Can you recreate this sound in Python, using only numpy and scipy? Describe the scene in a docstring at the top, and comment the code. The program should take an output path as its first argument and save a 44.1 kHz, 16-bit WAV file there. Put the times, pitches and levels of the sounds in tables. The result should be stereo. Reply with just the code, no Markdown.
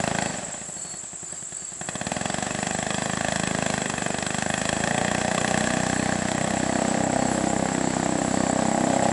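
"""A river between wooded banks: a long narrow boat with a single-cylinder engine comes up it. The engine drops
to idle, picks up again, and the boat turns its bow to the listener. Each firing is a struck boom and pipe
resonances plus a turbulent jet; the hull hides this rasp bow-on. The trees scatter the firings as decaying
noise and a steep bank echoes them; the propeller hisses. Insects sing as trains of gliding tones, the current
is filtered noise, and a small splash comes late."""
import sys
import numpy as np
from scipy import signal
from scipy.fft import rfft, irfft, next_fast_len
from scipy.io import wavfile

SR = 44100
rng = np.random.default_rng(int(sys.argv[2]) if len(sys.argv) > 2 else 0)


def transcribe(signal):
    """Save signal, clipped to [-1, 1], as a 16-bit WAV file at the path in sys.argv[1]."""
    frames = np.atleast_2d(signal).T
    limited = np.clip(frames, -1, 1)
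    pcm = np.round(limited * 32767).astype(np.int16)
    wavfile.write(sys.argv[1], SR, pcm)


N = 402191
TIME = np.arange(N) / SR
BINS = np.fft.rfftfreq(N, 1 / SR)

# Engine speed. Each row: time in seconds, firings per second.
ENGINE_SPEED = [(0.0, 26.78), (0.23, 27.69), (0.58, 14.11), (0.99, 10.31), (1.74, 10.11), (2.12, 20.68),
                (2.34, 23.95), (3.18, 26.69), (3.66, 26.26), (4.02, 24.05), (4.76, 26.93), (5.03, 29.68),
                (5.7, 31.11), (6.18, 30.96), (6.53, 31.96), (7.63, 32.37), (8.11, 31.92), (9.12, 32.5)]
# Course of the boat. Each row: time in seconds, heading from 0 (side-on) to 1 (bow-on).
COURSE = [(0, 0.031), (4.5, 0.014), (5.4, 0.13), (6.2, 0.43), (7.2, 0.87), (9.1, 0.86)]
# Throttle, shut for over a second, then opened and eased twice.
# Each row: time in seconds, opening from 0 (shut) to 1 (wide).
THROTTLE_OPENING = [(0.26, 0.89), (0.3, 0.39), (0.45, 0.054), (1.72, 0.041), (1.81, 0.73), (2.05, 0.95),
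                    (2.5, 0.77), (3.68, 0.94), (3.87, 0.8), (5.0, 0.98)]
CRUISE_PER_S = 25.83  # firings per second at cruising speed


def gain_of(db):
    """The decibel: 20 dB is a tenfold amplitude."""
    return 10 ** (np.asarray(db) / 20)


def evened(x):
    """Normalisation of power: scales to an rms of 1."""
    return x / np.sqrt(np.mean(x ** 2) + 1e-20)


def at(curve, s):
    """Linear interpolation of a curve at time s."""
    times, values = np.transpose(curve)
    return np.interp(s, times, values)


def read(spectrum, hz):
    """Interpolation of a spectrum on a logarithmic frequency scale."""
    f, values = np.transpose(spectrum)
    return np.interp(np.log(hz + 1), np.log(f + 1), values)


def add(mix, s, sound):
    """Superposition: adds a sound to the mix at time s, clipped to its ends."""
    start = round(s * SR)
    sound = sound[max(-start, 0):]
    part = mix[max(start, 0):][:len(sound)]
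    part += sound[:len(part)]


def coloured(x, db):
    """Linear filtering: multiplies the spectrum by a gain in dB given at BINS."""
    size = next_fast_len(N)
    gain = np.interp(np.fft.rfftfreq(size, 1 / SR), BINS, gain_of(db))
    return irfft(rfft(x, size) * gain, size)[..., :N]


def drift(per_s):
    """Slow random modulation with an rms of 1: chance values, per_s of them a second, joined by lines."""
    knots = rng.standard_normal(4000)
    return evened(np.interp(TIME * per_s, np.arange(len(knots)), knots))


def placed(x, pan_db):
    """Level-difference panning: the left ear is pan_db (fixed or a curve in time) louder than the right."""
    return x * gain_of(np.outer([.5, -.5], pan_db))


def spread(mid, side, width):
    """Mid-side stereo: a common part and a part of opposite sign in the two ears."""
    return np.array([mid + width * side, mid - width * side])


def diffuse(colour, width):
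    """Diffuse field: coloured noise from all around, only partly alike in the two ears."""
    mid, side = coloured(rng.standard_normal((2, N)), read(colour, BINS))
    return evened(spread(mid, side, width))


def unit_pulse(wave):
    """Energy normalisation: an rms of 1 over the 8 ms that a firing lasts."""
    return wave / np.linalg.norm(wave) * np.sqrt(.008 * SR)


def ring(hz, width_hz, order):
    """Impulse response of a resonance: a band-pass filter struck once."""
    low = np.sqrt(hz ** 2 + width_hz ** 2 / 4) - width_hz / 2
    sections = signal.butter(order, [low, low + width_hz], "bandpass", fs=SR, output="sos")
    return unit_pulse(signal.sosfilt(sections, signal.unit_impulse(1024)))


def struck(colour):
    """Minimum phase: the causal pulse whose magnitude spectrum is given."""
    size = 8192
    db = read(colour, abs(np.fft.fftfreq(size, 1 / SR)))
    log_spectrum = np.conj(signal.hilbert(np.log(gain_of(db))))
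    return unit_pulse(np.fft.ifft(np.exp(log_spectrum)).real[:1536])


def revs(s):
    """Engine speed on a logarithmic scale: octaves above cruising speed."""
    return np.log2(at(ENGINE_SPEED, s) / CRUISE_PER_S)


def blow(s):
    """Source strength from throttle, speed and course: boom dB, then bark, after-ring and rasp relative to it."""
    # Ringing after the boom. Each row: time in seconds, level in dB relative to the boom.
    after_ring = [(0, -9), (0.45, -3), (2.0, -14), (4.4, -22), (4.85, -3.5), (6.2, -7.5), (7.1, -2.5),
                  (7.85, -20), (8.9, -1.5)]
    shut = 1 - at(THROTTLE_OPENING, s)
    heading = at(COURSE, s)
    boom = -21 + 4 * revs(s) - 11.5 * shut  # speed gives 4 dB per octave
    boom += 0.71 * max(s - 5.03, 0)  # dB per second: louder once the boat turns to the listener
    bark = -0.6 - 5.5 * shut - 7 * np.sin(np.pi * heading)  # weakest halfway through the turn
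    rough = -2.5 - 5 * shut - 10 * heading
    return boom, bark, at(after_ring, s), rough


def firings():
    """Integrated frequency: the exhaust valve opens whenever the engine's phase passes a whole cycle."""
    cycles = np.cumsum(at(ENGINE_SPEED, TIME)) / SR - .03
    return (np.flatnonzero(np.diff(np.floor(cycles)) > 0) + 1) / SR


def exhaust(times, boom_db=-3.0, repeat_db=-12, bark_db=-4.0, after_db=-3, crack_db=-10):
    """Impulsive excitation: each firing booms, barks and cracks in the pipe; a ringing reflection follows.

    The levels in dB are added to those of blow(); repeat_db is relative to the first boom."""
    # Low boom of one firing seen side-on, bow-on and at idle. Each row: frequency in Hz, level in dB.
    boom_side = [(15, -51), (44, -19), (64, -9.5), (100, -3), (155, -2), (205, 0.5), (255, -1), (320, -8),
                 (390, -15), (470, -23.5), (1200, -42.5)]
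    boom_bow = [(15, -48), (44, -31), (64, -15), (100, -10), (160, -8.5), (220, -1.5), (295, -1),
                (350, -9.5), (410, -26), (1200, -57)]
    boom_idle = [(15, -31), (60, -4), (120, -1.5), (175, 4.5), (260, -9), (355, -2), (470, -23.5),
                 (1200, -37)]
    side, bow, idling = struck(boom_side), struck(boom_bow), struck(boom_idle)
    out = np.zeros(N)
    for s, chance in zip(times, rng.standard_normal((len(times), 5))):
        level, bark, after, rough = blow(s)
        heading = at(COURSE, s)
        rate = at(ENGINE_SPEED, s)
        uneven_db = 0.2 + 2 * (1 - at(THROTTLE_OPENING, s)) ** 2  # uneven with the throttle shut
        level = level + uneven_db * chance[0]

        idle = np.clip((16 - rate) / 5, 0, 1)
        cruising = (1 - heading) * side + heading * bow
        boom = (1 - idle) * cruising + idle * idling
        onset = s - .0006 + 0.0019 * (1 - heading)  # side-on the boom lags the crack
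        add(out, onset, gain_of(level + boom_db) * boom)
        # a weaker copy of the boom follows shortly after
        add(out, onset + 0.00547, gain_of(level + boom_db + repeat_db) * boom)

        barking = ring(hz=700 - 25 * heading + 4 * chance[2], width_hz=215 + 110 * heading, order=2)
        add(out, s - .0001, -gain_of(level + bark + bark_db + 0.34 * chance[1]) * barking)

        crack = ring(hz=1760 - 90 * heading + 80 * chance[3], width_hz=420, order=3)
        cracking_db = level + rough + crack_db - 4.9 * idle - 1.8 * heading + 1.5 * chance[4]
        add(out, s, gain_of(cracking_db) * crack)

        # a ringing reflection follows after a fixed share of the cycle, or a fixed time below 24 firings/s
        lag = .211 / max(rate, 24)
        add(out, s + lag, gain_of(level + after + after_db) * ring(hz=678, width_hz=277, order=3))
    return out


def rasp(times, rasp_db=-2, uneven_db=1.5, flicker_db=2.97):
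    """Turbulent jet noise: a puff at each firing, bright side-on and dull once the hull hides the pipe."""
    # Colour of the jet side-on and bow-on. Each row: frequency in Hz, relative level in dB per Hz.
    rasp_side = [(80, -4), (250, -10), (450, -2), (720, 5), (930, -3), (1130, 3.5), (1350, -8), (1600, 1.5),
                 (2200, -11), (3700, -12), (6000, -11), (9000, -12), (11000, -18.5)]
    rasp_bow = [(80, -5), (250, 7.5), (420, -0.5), (750, 6), (950, -7.5), (1150, -1), (1370, -10.5),
                (1600, -5.5), (2000, -2.5), (2400, -13.5), (3700, -23.5), (6000, -32), (11000, -24.5)]
    # Upper resonances of the exhaust pipe. Each row: frequency in Hz, width in Hz, boost in dB.
    pipe_modes = [(1895, 410, 9.5), (2586, 330, 13), (3310, 354, 12.5), (4100, 210, 7)]
    rise, idle_rise, hold, fade = 0.00026, .004, 0.005, 0.0078  # seconds
    t = np.arange(1536) / SR
    body = 1 / (1 + (t / hold) ** 6) + np.exp(-t / fade)
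    flow = np.zeros(N)
    for s, chance in zip(times, rng.standard_normal(len(times))):
        level, _, _, rough = blow(s)
        weak = np.clip((-22 - level) / 6, 0, 1)  # weak firings swell slowly into soft puffs
        puff = (1 - np.exp(-t / (rise + idle_rise * weak))) * body
        puff *= np.sqrt(.006 * SR) / np.linalg.norm(puff)
        add(flow, s, gain_of(level + rough + rasp_db + uneven_db * chance) * puff)
    jet = flow * rng.standard_normal(N)

    pipe_db = sum(db * np.exp(-2 * ((BINS - hz) / width) ** 2) for hz, width, db in pipe_modes)
    side = coloured(jet, read(rasp_side, BINS) + pipe_db + 10.0)
    bow = coloured(jet, read(rasp_bow, BINS) + 14)
    heading = at(COURSE, TIME)
    out = (1 - heading) * side + heading * bow
    # the treble flickers
    treble = coloured(out, read([(1500, -68), (3500, -4.0)], BINS))
    return out + treble * (gain_of(flicker_db * drift(22)) - 1)


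def woods(x, width=0.42, recede=.018, count=4):
    """Reverberant scatter and Doppler shift: decaying noise tails from stands of trees the boat leaves behind.

    It leaves each stand at its own speed, so each answers flat by its own part of the share recede."""
    # Reverberation of the wooded banks. Each row: frequency in Hz, 60 dB decay time in seconds, level in dB.
    banks = np.array([(60.4, 0.71, -7), (171, 0.81, -15), (316, 0.68, -5.5), (427, 0.85, 3.5),
                      (480, 2.2, -1.5), (700, 1.1, -6.5), (1730, 1.15, -5.5), (3760, 1.4, -8.5),
                      (9900, 1.5, -3.5)])
    taps = rng.standard_normal((count, 2, SR)) * np.clip((TIME[:SR] - .004) / 0.0035, 0, 1)
    hz, t, z = signal.stft(taps, SR, nperseg=512)
    t60 = read(banks[:, [0, 1]], hz)[:, None]
    db = read(banks[:, [0, 2]], hz)[:, None]
    # the root makes a tail's energy independent of its decay time
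    z = z * gain_of(db - 60 * t / t60) * np.sqrt(2 * np.log(1000) / (t60 * SR * count))
    tails = signal.istft(z, SR, nperseg=512)[1]
    scattered = np.zeros((2, N))
    for k, tail in enumerate(tails):
        feed = np.interp(TIME * (1 - recede * (k + .5) / count), TIME, x)
        scattered += signal.fftconvolve(feed[None], tail, axes=1)[:, :N]
    return spread(*scattered, width)


def bank_echo(x, level_db=-17, delay=.352):
    """Specular reflection: one echo from the steep bank, its delay in seconds growing by 4 ms a second."""
    return gain_of(level_db) * np.interp(TIME - delay - .004 * TIME, TIME, x, left=0)


def spray():
    """Broadband flow noise: the propeller's spray hisses louder with engine speed."""
    # Colour of the spray. Each row: frequency in Hz, relative level in dB per Hz.
    spray_colour = [(300, 3), (1200, 8.5), (2500, 3.5), (4500, 2.5), (6500, 1.5), (9000, -4.5),
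                    (11000, -15)]
    level_db = -38.5 + 7 * revs(TIME) + 0.92 * drift(15)  # 7 dB per octave of speed
    return diffuse(spray_colour, width=0.6) * gain_of(level_db)


def boat(astern_db=4, bow_pan_db=1):
    """Direct and reflected paths: engine, woods, bank echo and spray add up."""
    times = firings()
    pulses, jet = exhaust(times), rasp(times)
    heading = at(COURSE, TIME)
    outward = pulses + jet * gain_of(astern_db * heading)  # bow-on, the pipe points at the trees
    direct = placed(pulses, pan_db=1.35) + placed(jet, pan_db=0.7)
    direct = placed(direct, bow_pan_db * heading)  # leans further left as the bow comes round
    return direct + placed(woods(outward), pan_db=1.2) + bank_echo(outward) + spray()


def chirp(hz, length, glide):
    """Frequency modulation: one wing stroke, a gliding tone that swells and fades; glide is a share of hz."""
    u = np.linspace(0, 1, int(length * SR))
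    phase = 2 * np.pi * np.cumsum(hz * (1 + glide * (u - .5))) / SR
    return np.sin(np.pi * u) * np.sin(phase)


def insect(hz, per_s, length, glide, uneven_db, jitter):
    """Stridulation: a train of wing strokes, no two quite alike; jitter is a share of their spacing."""
    out = np.zeros(N)
    chance = rng.standard_normal((600, 3))
    starts = np.cumsum(1 + jitter * chance[:, 0]) / per_s - .1
    for s, (_, size, pitch) in zip(starts, chance):
        if s < TIME[-1]:
            add(out, s, gain_of(uneven_db * size) * chirp(hz * (1 + .003 * pitch), length, glide))
    return evened(out)


def katydid(level_db=-40):
    """Rapid stridulation: fast, rising wing strokes."""
    song = insect(hz=7923, per_s=49.2, length=0.0124, glide=0.048, uneven_db=3.0, jitter=0.12)
    return placed(gain_of(level_db) * song, pan_db=4.5)


def crickets():
    """Slower stridulation: two singers with slightly falling chirps."""
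    # Each row: pitch in Hz, chirps per second, chirp length in seconds, glide as a share of the pitch,
    # level in dB, left-over-right level in dB.
    singers = [(7570, 13, 0.039, -0.00094, -44, -3), (7130, 11.1, 0.038, -0.0227, -48, -3)]
    out = np.zeros((2, N))
    for hz, per_s, length, glide, db, pan_db in singers:
        song = insect(hz, per_s, length, glide, uneven_db=2.5, jitter=0.032)
        out += placed(gain_of(db) * song, pan_db)
    return out


def far_chorus(level_db=-40):
    """Incoherent superposition: a far chorus of insects, drawn as a band of noise."""
    # Colour of the chorus. Each row: frequency in Hz, relative level in dB per Hz.
    chorus_colour = [(5000, -50), (6500, -14), (7100, -7), (7500, 0.5), (8000, -9.5), (8250, -7.5),
                     (8800, -21), (10000, -70)]
    return gain_of(level_db) * diffuse(chorus_colour, width=0.4)


def distant_buzzes():
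    """Tone and resonant noise: lower buzzes of distant insects, half gliding tone and half scrape."""
    # Each row: start in seconds, length in seconds, pitch in Hz, level in dB.
    buzz_rows = [(0.173, 0.22, 4470, -49), (0.728, 0.3, 4410, -50), (1.196, 0.27, 4700, -58),
                 (1.488, 0.29, 4570, -56.5), (2.053, 0.41, 4660, -54), (2.907, 0.27, 4750, -51),
                 (5.817, 0.43, 4368, -51), (6.609, 0.2245, 4450, -50), (7.137, 0.26, 4400, -49.5),
                 (7.76, .22, 4420, -52), (8.26, 0.33, 4523, -50)]
    out = np.zeros(N)
    for s, length, hz, db in buzz_rows:
        scrape = rng.standard_normal(SR)[:int(length * SR)]
        scrape = signal.fftconvolve(scrape, ring(hz, width_hz=200, order=2))[:len(scrape)]
        tone = chirp(hz, length, glide=-0.0068)
        buzz = evened(evened(tone) + evened(scrape))
        add(out, s, gain_of(db) * buzz * signal.windows.tukey(len(buzz), .45))
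    return out


def river(level_db=-48):
    """Flow noise: the soft wash of the current, slowly wavering in level."""
    # Colour of the wash. Each row: frequency in Hz, relative level in dB per Hz.
    wash_colour = [(20, -21), (60, 1.5), (180, 6), (350, 1), (480, -6.5), (690, 6), (900, -11.5),
                   (1750, -5.5), (2300, -32), (5600, -35), (6600, -43), (8600, -57), (9250, -2),
                   (10500, -5.5)]
    return diffuse(wash_colour, width=0.17) * gain_of(level_db + 3.9 * drift(7.5))


def splash(s=9.044, length=0.0089, level_db=-33):
    """Splash noise: one small splash close by, a Gaussian burst around time s."""
    colour_db = read([(500, -21), (1500, -3), (4500, -6), (7000, -17)], BINS)
    noise = evened(coloured(rng.standard_normal(N), colour_db))
    return gain_of(level_db) * noise * np.exp(-((TIME - s) / length) ** 2)


def scene():
    """Superposition of boat, insects, river and splash."""
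    insects = katydid() + crickets() + far_chorus() + distant_buzzes()
    return boat() + insects + river() + splash()


def record(dry, low_hz=42, edge_hz=11100):
    """Band limitation: the microphone's bass roll-off and a steep upper edge."""
    dry = dry * signal.windows.tukey(N, .0004)  # brief fades at both ends
    dry = signal.lfilter(*signal.butter(2, low_hz, "highpass", fs=SR), dry)
    low_pass = signal.firwin(601, edge_hz, window=("kaiser", 9), fs=SR)
    return signal.oaconvolve(dry, low_pass[None], "same")


dry = scene()
out = record(dry)
transcribe(out)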